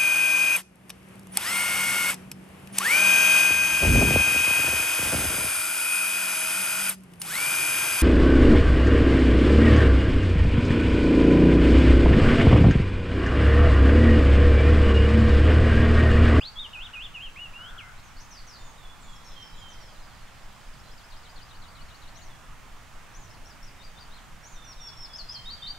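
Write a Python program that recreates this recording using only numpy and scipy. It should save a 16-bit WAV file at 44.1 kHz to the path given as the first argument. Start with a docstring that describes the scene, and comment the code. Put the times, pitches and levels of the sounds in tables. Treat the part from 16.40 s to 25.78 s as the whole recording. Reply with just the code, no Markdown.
"""A quiet wood: willow warblers sing falling phrases of pure whistled notes, scattered by the trunks.
Farther off, birds add high slurs, level whistles, a fast trill and a random twitter; each note is a gliding tone.
A tree creaks twice, in runs of slips that ring one resonance of the trunk.
Under it lie shaped noise for the distant rush and microphone hiss, a deep rumble and a faint regular throb."""
import sys
import numpy as np
from scipy import signal
from scipy.io import wavfile
from scipy.ndimage import uniform_filter1d

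SR = 44100
rng = np.random.default_rng(int(sys.argv[2]) if len(sys.argv) > 2 else 0)


def store_pcm(level_fs):
    """Save levels as 16-bit WAV."""
    pcm = np.round(np.clip(level_fs, -1, 1) * 32767).astype(np.int16)
    wavfile.write(sys.argv[1], SR, np.atleast_2d(pcm).T)


N = 413658
TIME = np.arange(N) / SR


def gain_of(db):
    """Decibels to amplitude."""
    return 10 ** (np.asarray(db) / 20)


def evened(x):
    """Scales to rms 1."""
    return x / np.sqrt(np.mean(x ** 2) + 1e-20)


def read(points, hz):
    """Reads a table of (frequency [Hz], value) on a log-frequency axis."""
    f, value = np.transpose(points)
    return np.interp(np.log(hz + 1), np.log(f + 1), value)


def add(mix, s, sound):
    """Mixes a sound in at time s, in place."""
    part = mix[max(round(s * SR), 0):][:len(sound)]
    part += sound[:len(part)]


def filtered(x, hz, kind, order=2):
    """Butterworth filter."""
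    return signal.sosfilt(signal.butter(order, hz, kind, fs=SR, output="sos"), x)


def drift(t, rate):
    """Random wandering about 0: normal draws, rate of them a second, joined by straight lines."""
    return np.interp((t - t[0]) * rate, np.arange(1024), rng.standard_normal(1024))


def sing(notes, waver=0.0028, flutter_db=1.5, overtone_db=-44):
    """Each note is one nearly pure tone of the syrinx gliding along its contour."""
    song = np.zeros(N)
    for note in notes:
        s, pitch_hz, level_db = np.transpose(note)
        t = np.arange(s[0] - .002, s[-1] + .002, 1 / SR)
        contour_hz = uniform_filter1d(np.interp(t, s, pitch_hz), size=220, mode="nearest")
        hz = contour_hz * (1 + waver * drift(t, 303.0))
        breath = np.interp(t, s, gain_of(level_db)) * gain_of(flutter_db * drift(t, 141))
        edges = signal.windows.tukey(len(t), min(1, 0.0076 * SR / len(t)))
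        phase = 2 * np.pi * np.cumsum(hz) / SR
        tone = np.sin(phase) + gain_of(overtone_db) * np.sin(2 * phase)
        add(song, t[0], np.sqrt(2) * breath * edges * tone)
    return song


def repeated(syllable, rows):
    """The notes of one syllable sung again and again at new pitches and levels."""
    return [[(s + after, hz * factor, db + accent) for after, factor, accent in stroke]
            for s, hz, db in rows for stroke in syllable]


def glide(s, length, first_hz, middle_hz, last_hz, db, change_db=0, linger=0, edge_db=-7):
    """A note that bends through three pitches, softer at both ends; linger below 0 hurries the middle."""
    u = np.linspace(-1, 1, 17)
    travel = u + linger * (u * u * u - u)
    ends = u ** 8
    bend_hz = ((first_hz + last_hz) / 2 - middle_hz) * u ** 2
    hz = middle_hz + (last_hz - first_hz) / 2 * travel + bend_hz
    return np.c_[s + length * (u + 1) / 2, hz, db + change_db * u / 2 + edge_db * ends]


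def slurs(rows, sag=.12):
    """Quick glides up or down that linger in the middle, which sags by a share of the span."""
    notes = []
    for s, length, first, last, db in rows:
        middle = (first + last) / 2 - sag * abs(last - first)
        notes.append(glide(s, length, first, middle, last, db, edge_db=-2, linger=0.454))
    return notes


def scatter(t60, delay, count):
    """Echoes from count trunks and branches, different at each microphone, dying away; energy 1."""
    taps = np.zeros((2, SR))
    for side in taps:
        late = rng.random(count) * min(t60, .9)
        side[((late + delay) * SR).astype(int)] = rng.choice([-1, 1], count) * gain_of(-60 * late / t60)
    return taps / np.linalg.norm(taps, axis=1, keepdims=True)


def wood(x, pan_db, near_db, far_db, near_t60=.15, far_t60=.85, shared=0.47):
    """Direct sound, quick echoes from the nearest trunks and the long tail; pan_db is left minus right."""
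    near, same = scatter(near_t60, .002, count=120), np.clip(shared, 0, 1)
    # trunks ahead reach both microphones alike
    near[1] = same * near[0] + np.sqrt(1 - same ** 2) * near[1]
    far = scatter(far_t60, .025, count=1500)
    echoes = gain_of(near_db) * near + gain_of(far_db) * far
    heard = x + signal.fftconvolve(x[None], echoes, axes=1)[:, :N]
    return heard * gain_of(np.array([[1], [-1]]) * pan_db / 2)


# Spectrum of the wood's rush and hiss at the microphones: (frequency [Hz], relative density [dB])
AIR_SPECTRUM = [(25, -13), (60, -1), (120, 0), (200, -7.0), (400, -15.5), (800, -9.5), (1200, -8.5),
                (2000, -13.5), (3000, -17), (4500, -22.5), (7000, -22.5), (10000, -29), (15400, -33.5)]
# Likeness of the two microphones: (frequency [Hz], correlation [0 to 1])
AIR_LIKENESS = [(60, 0.62), (130, 0.27), (290, 0.41), (640, 0.55), (1410, 0.79), (3100, 0.61), (6820, 0.37),
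                (15000, 0.032)]
# Balance of the two microphones: (frequency [Hz], left minus right [dB])
AIR_LEAN = [(60, 5.5), (130, -5), (290, 0), (640, -4.5), (1410, -4.0), (3100, -2.5), (6820, -1.5),
            (15000, 0)]


def air(level_db=-51, patchy_db=0.85):
    """The far rush of the wood and the microphones' hiss: shaped noise with slight drifting patches."""
    frames, hz = N // 512 + 5, np.fft.rfftfreq(2048, 1 / SR)
    a, b, c, d, patches = rng.standard_normal((5, frames, len(hz)))
    patches = uniform_filter1d(patches, size=14, axis=0)
    patches = evened(uniform_filter1d(patches, size=20, axis=1))
    same = np.clip(read(AIR_LIKENESS, hz), -1, 1)
    left = a + 1j * b
    right = same * left + np.sqrt(1 - same ** 2) * (c + 1j * d)
    lean_db = np.array([1, -1])[:, None, None] * read(AIR_LEAN, hz) / 2
    spectra = np.array([left, right]) * gain_of(read(AIR_SPECTRUM, hz) + patchy_db * patches + lean_db)
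    noise = signal.istft(spectra.transpose(0, 2, 1), nperseg=2048, noverlap=1536)[1][:, :N]
    return gain_of(level_db) * noise / np.std(noise.mean(0))  # level of the two sides averaged


def rumble(level_db=-52.5, top_hz=30.3, bottom_hz=7.1, own_db=-11):
    """Deep band of noise, mostly common to both microphones."""
    noise = rng.standard_normal(N) + gain_of(own_db) * rng.standard_normal((2, N))
    low = filtered(noise, top_hz, "low")
    return gain_of(level_db) * evened(filtered(low, bottom_hz, "high"))


def throb(peak_db=-38.5, width=0.0073, corner_hz=8, swing=0.67, swing_lag=0.027):
    """A soft, strictly regular push and slower pull, below the bass."""
    start_s, period_s = .1825, .22752
    offset = (TIME - start_s + period_s / 2) % period_s - period_s / 2
    push = np.exp(-(offset / width) ** 2 / 2)
    pull = np.exp(-((offset - swing_lag) / (2 * width)) ** 2 / 2)
    pulses = filtered(push - swing * pull, corner_hz, "high", order=1)
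    return gain_of(peak_db) * pulses / pulses.max()


# Distant twitter, before its place in the wood: (time [s], middle pitch [Hz], level [dB])
TWITTER_COURSE = [(2.55, 4360, -68), (3.3, 4500, -63.5), (3.6, 4580, -63), (4.3, 4700, -74)]


def twitter(per_s=34, spread=.24, length=.035, slur=.17):
    """Short falling slurs of random pitch from birds too far off to tell apart."""
    s, middle_hz, level_db = np.transpose(TWITTER_COURSE)
    starts = np.arange(s[0], s[-1], 1 / per_s)
    notes = []
    for start, (late, pitch) in zip(starts, rng.uniform(-1, 1, (len(starts), 2))):
        hz = np.interp(start, s, middle_hz) * (1 + spread * pitch)
        db = np.interp(start, s, level_db)
        start = start + late / per_s / 2
        notes.append([(start, hz, db), (start + length, hz * (1 - slur), db)])
    return sing(notes)


# Single slurs from deeper in the wood, before their place:
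# (start [s], length [s], first pitch [Hz], last pitch [Hz], level [dB])
DEEP_WOOD_NOTES = [(.002, 0.018, 4930, 4870, -48), (2.75, 0.022, 5670, 5160, -56),
                   (2.838, .072, 6520, 6230, -62), (2.87, .06, 4100, 3900, -63),
                   (3.125, .06, 3850, 4000, -63), (4.435, 0.039, 4120, 4080, -60),
                   (5.895, 0.057, 3610, 3240, -60)]


def distant_birds():
    """Single gliding slurs and the twitter, with echoes of the nearest trunks louder than the direct sound."""
    birds = sing(slurs(DEEP_WOOD_NOTES)) + twitter()
    return gain_of(-5.5) * wood(birds, pan_db=1.5, near_db=3.5, far_db=0.0)


# Two creaks, before their place: (start [s], length [s], mean slip rate [1/s], level [dB])
CREAK_RUNS = [(.33, 0.31, 57, -55.5), (1.155, .41, 68, -51)]


def creak(unevenness=.1, slip_db=2.0):
    """Wood rubs on wood: a quick run of slips, each ringing one resonance of the trunk."""
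    trunk_hz, damping_hz = 1444, 180
    attack_s, release_s = 0.029, .08
    out = np.zeros(N)
    age = np.arange(900) / SR
    ring = age * np.exp(-np.pi * damping_hz * age) * np.sin(2 * np.pi * trunk_hz * age)
    for s, length, rate, level_db in CREAK_RUNS:
        t = np.arange(0, length, 1 / SR)
        turns = np.cumsum(rate * (1 + unevenness * drift(t, 60))) / SR
        # one slip at each whole turn
        slips = np.diff(np.floor(turns), prepend=-1) * gain_of(slip_db * drift(t, 61))
        pressure = np.minimum(1, np.minimum(t / attack_s, (length - t) / release_s))
        ringing = evened(np.convolve(slips, ring)[:len(t)])
        add(out, s, ringing * pressure * gain_of(level_db))
    return out


def creaking_tree():
    """The slipping tree, left of the microphones, with strong echoes off the nearest trunks."""
    creaks = creak(unevenness=0.15, slip_db=2.0)
    return gain_of(-3.5) * wood(creaks, pan_db=8.5, near_db=2, far_db=-5)


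# The three strokes of a trill syllable: (time after its start [s], pitch factor, accent [dB])
TRILL_STROKES = [
    [(0, 1.28, -13), (.006, 1.04, 3), (.016, .97, -2)],
    [(.019, .8, 0), (.029, 1, -1), (.035, .78, -5), (.053, .7, 0.5)],
    [(.056, .93, -8), (.066, 1.09, 0), (.074, 1.15, 3), (.083, 1.2, -20)],
]
# The trill swells as it sinks; before its place: (time [s], pitch [Hz], level [dB])
TRILL_COURSE = [(3.85, 4750, -73), (4.33, 4690, -62.5), (4.7, 4404, -58), (5.09, 4066, -57.5),
                (5.75, 3870, -58)]


def trill(count=16):
    """One syllable repeated in a slowing, sinking run."""
    start_s, first_gap_s, slowing_s = 3.848, .1181, .00126  # each gap is longer by slowing_s
    k = np.arange(count)
    starts = start_s + k * first_gap_s + k * (k - 1) / 2 * slowing_s
    s, hz, db = np.transpose(TRILL_COURSE)
    return repeated(TRILL_STROKES, zip(starts, np.interp(starts, s, hz), np.interp(starts, s, db)))


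def trilling_bird():
    """The farther bird of the trill, well to the left, its tone wavering."""
    song = sing(trill(), waver=0.015, flutter_db=2.5)
    return gain_of(-3.0) * wood(song, pan_db=10.0, near_db=-1, far_db=-6.0)


# A whistle that drops and levels out: (time after its start [s], pitch factor, accent [dB])
WHISTLE_SHAPE = [
    [(0, 1.14, -10), (.02, 1.07, -4), (.045, 1.02, -3), (.085, 1, 1), (.12, .992, -2), (.17, .988, -21)],
]
# The whistles, before their place: (time [s], pitch [Hz], level [dB])
WHISTLE_NOTES = [(2.135, 3600, -59), (2.372, 3446, -56), (2.63, 3354, -56.5), (2.915, 3160, -51.5),
                 (3.17, 3140, -52), (8.12, 3580, -58.5), (8.37, 3454, -54.5), (8.625, 3420, -56),
                 (8.885, 3166, -51.5), (9.165, 3100, -53)]


def whistling_bird():
    """Level whistles of a farther bird, to the right, with a long tail of the wood."""
    song = sing(repeated(WHISTLE_SHAPE, WHISTLE_NOTES), waver=0.0079, flutter_db=3.5)
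    return gain_of(-3.0) * wood(song, pan_db=-4.5, near_db=0, far_db=-2.5, near_t60=.18, far_t60=0.99)


# A far bird's thin slurs, before its place:
# (start [s], length [s], first pitch [Hz], last pitch [Hz], level [dB])
HIGH_SLURS = [(1.566, 0.035, 3630, 5200, -63), (1.63, .075, 6900, 5420, -64),
              (1.765, 0.046, 4130, 6500, -53.5), (1.805, 0.032, 6650, 6520, -61),
              (1.908, 0.088, 6470, 4100, -52.5), (2.068, .1, 6570, 3950, -52.5),
              (2.18, 0.13, 7260, 6400, -62.5), (2.606, 0.048, 8200, 6700, -59),
              (2.696, 0.049, 7700, 6800, -60.5), (2.84, .085, 5660, 5180, -55.5),
              (3.002, 0.095, 5730, 5170, -59), (3.158, 0.066, 7300, 6800, -63),
              (3.286, 0.052, 7050, 5300, -56), (3.402, 0.06, 5900, 5060, -57)]


def high_bird():
    """A far bird's quick high glides, with strong echoes off the nearest trunks."""
    song = sing(slurs(HIGH_SLURS), waver=0.01, flutter_db=3.0)
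    return gain_of(-4) * wood(song, pan_db=2.0, near_db=3, far_db=-4, near_t60=.22, far_t60=.8)


# The warblers' syllables by name, point by point:
# (place [-1 start, 0 turning point, 1 end], pitch factor, accent [dB])
SYLLABLE_SHAPES = { "peak": [(-1, .87, -8.5), (-.5, .88, -3), (0, 0.99, 2.5), (.4, .92, -4),
                   (0.98, .73, -1.5)], "swing": [(-1, 1.03, -16), (-.92, 1.23, -0.5), (-0.75, 1.03, 0),
                   (-.54, 1.005, -6), (-.35, 1.12, -1), (-.18, 1.31, 1), (0, 1.52, -5), (.48, 1.37, 0),
                   (0.92, 1.11, -9)], "wave": [(-1, 1.23, -12), (-.86, 1.15, 1), (-.62, 1, -3),
                   (-.4, 1.08, -4.5), (-.14, 1.28, -1), (.05, 1.31, -1), (1, 1.04, -6)],
                   "arch": [(-1, .765, -8), (-.6, .82, 3.5), (-.28, .92, 1.5), (0, 0.99, -11),
                   (.4, .93, -4), (1, .78, -2)], "hook": [(-1, 1.05, -5.5), (-.62, 1.012, -5.5), (0, 1, 2),
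                   (.55, .93, 0), (0.97, 0.65, -12)], "spike": [(-1, .955, -10), (-.8, .985, 3.5),
                   (-.3, 1.03, 0), (-.18, 1.13, -10), (0, 1.33, -19), (.17, 1.12, -12), (.28, .985, 0.5),
                   (.55, .875, -0.5), (0.99, .815, -4)], "step": [(-1, .77, 0), (-0.81, .805, -0.5),
                   (-0.38, .8, -3.5), (-0.017, 0.99, -0.5), (0.49, 1, 1), (1, 0.98, -15)],
                   "flick": [(-1, .77, -11), (-.35, .76, 0), (0, 1.06, -3), (0.43, .99, 2.5),
                   (1, .955, -2)], }


def syllables(rows):
    """Stretches each syllable's shape to its length, pitch and depth of sweep."""
    notes = []
    for s, before, after, hz, depth, db, name in rows:
        place, factor, accent_db = np.transpose(SYLLABLE_SHAPES[name])
        times = s + place * np.where(place < 0, before, after)
        notes.append(np.c_[times, hz * factor ** depth, db + accent_db])
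    return notes


# The middle phrase, before its place: (turning point [s], length before it [s], length after it [s],
# pitch [Hz], depth of the sweep [exponent], level [dB], syllable)
MIDDLE_PHRASE = [(5.79, 0.043, 0.087, 7270, 1.1, -58, "arch"),
                 (6.783, 0.046, .079, 7300, 1.07, -57.5, "arch"),
                 (6.926, 0.026, 0.039, 5240, 1.05, -61, "spike"),
                 (7.085, 0.032, 0.045, 5620, 1.1, -58, "spike"),
                 (7.256, .031, 0.044, 5600, 1, -57, "spike"),
                 (7.438, 0.05, 0.034, 4720, 0.92, -55.5, "flick"),
                 (7.6, 0.05, 0.032, 4680, 1, -55, "flick"), (7.745, .033, .05, 4400, 1.15, -56, "peak")]


def middle_warbler():
    """Whistled syllables from the left among the trunks."""
    song = sing(syllables(MIDDLE_PHRASE))
    return gain_of(-2) * wood(song, pan_db=8.5, near_db=-1.5, far_db=-7.5)


# The closing phrase, before its place: (turning point [s], length before it [s], length after it [s],
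# pitch [Hz], depth of the sweep [exponent], level [dB], syllable)
CLOSING_PHRASE = [(8.086, 0.054, 0.083, 7280, 1.07, -52, "arch"),
                  (8.315, .072, 0.023, 5600, 1.3, -48.5, "hook"),
                  (8.475, 0.07, 0.02, 5505, 0.77, -43, "hook"),
                  (8.643, .075, 0.022, 5370, 0.69, -42.5, "hook"),
                  (8.773, 0.041, 0.046, 5110, 1.06, -40.5, "spike"),
                  (8.933, .047, .045, 5060, 1, -40, "spike"),
                  (9.115, 0.057, .043, 4650, 0.96, -39.5, "step"),
                  (9.283, 0.061, 0.045, 4657, 1.09, -37.5, "step")]
# The closing singer's place as it turns its head: (time [s], left minus right [dB])
HEAD_TURN = [(8.3, 0.5), (8.8, 3.5), (9.1, 0.5)]


def closing_warbler():
    """Whistled syllables whose balance between the microphones moves as the singer turns its head."""
    turning_db = np.interp(TIME, *np.transpose(HEAD_TURN))
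    song = sing(syllables(CLOSING_PHRASE))
    return gain_of(-2.5) * wood(song, pan_db=turning_db, near_db=-1.5, far_db=-9, near_t60=.22, shared=0.14)


def scooped(note, under=0.148, settle_s=.008):
    """Starts a note below its pitch and pulls it up."""
    s, hz, db = np.transpose(note)
    return np.c_[s, hz * (1 - under * np.exp(-(s - s[0]) / settle_s)), db]


def drop(steepness=1.57, release_db=-10):
    """The near phrase's last note: pitch and level sink together and settle."""
    start_s, length_s, settle_s = 1.381, .12, .023
    from_hz, to_hz = 3380, 2060
    level_db, fade_db = -41, -9
    u = np.linspace(0, 1, 25)
    high = np.exp(-(u * length_s / settle_s) ** steepness)
    hz = to_hz + (from_hz - to_hz) * high
    return np.c_[start_s + u * length_s, hz, level_db + fade_db * (1 - high) ** 2 + release_db * u ** 2]


# The near phrase, before its place: (turning point [s], length before it [s], length after it [s],
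# pitch [Hz], depth of the sweep [exponent], level [dB], syllable)
NEAR_PHRASE = [(.203, 0.045, 0.065, 3807, 0.97, -37, "peak"),
               (.448, 0.12, 0.031, 2443, 1.06, -40.5, "swing"), (.645, .115, .031, 2438, .98, -39, "swing"),
               (.842, .102, 0.046, 2464, 1, -39.5, "wave")]
# The near bird's drawn-out glides, before the scoop and its place: (start [s], length [s], first pitch [Hz],
# middle pitch [Hz], last pitch [Hz], level [dB], change of level [dB], lingering [below 0 hurries])
DRAWN_OUT_GLIDES = [(.008, .092, 2720, 4000, 4520, -40, -2, -.35),
                    (.959, .115, 2380, 2903, 2600, -42, 0, 0),
                    (1.133, .177, 2750, 2940, 3600, -46, -3.5, .25)]


def near_warbler():
    """The nearest singer, almost central: whistled syllables, scooped glides and a last drop."""
    glides = [scooped(glide(*row)) for row in DRAWN_OUT_GLIDES]
    song = sing(syllables(NEAR_PHRASE) + glides + [drop()])
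    return gain_of(-1.0) * wood(song, pan_db=0.5, near_db=-4.5, far_db=-14.5, shared=0.25)


def scene():
    """Each singer at its own place among the trees, over the background."""
    background = air() + rumble() + throb()
    farther = distant_birds() + creaking_tree() + trilling_bird() + whistling_bird() + high_bird()
    warblers = middle_warbler() + closing_warbler() + near_warbler()
    return background + farther + warblers


def record(dry):
    """The recorder's band limit: a steep low-pass."""
    edge_hz = 15740
    lowpass = signal.firwin(1023, edge_hz, window=("kaiser", 9), fs=SR)
    return signal.oaconvolve(dry, lowpass[None], "same")


dry = scene()
out = record(dry)
store_pcm(out)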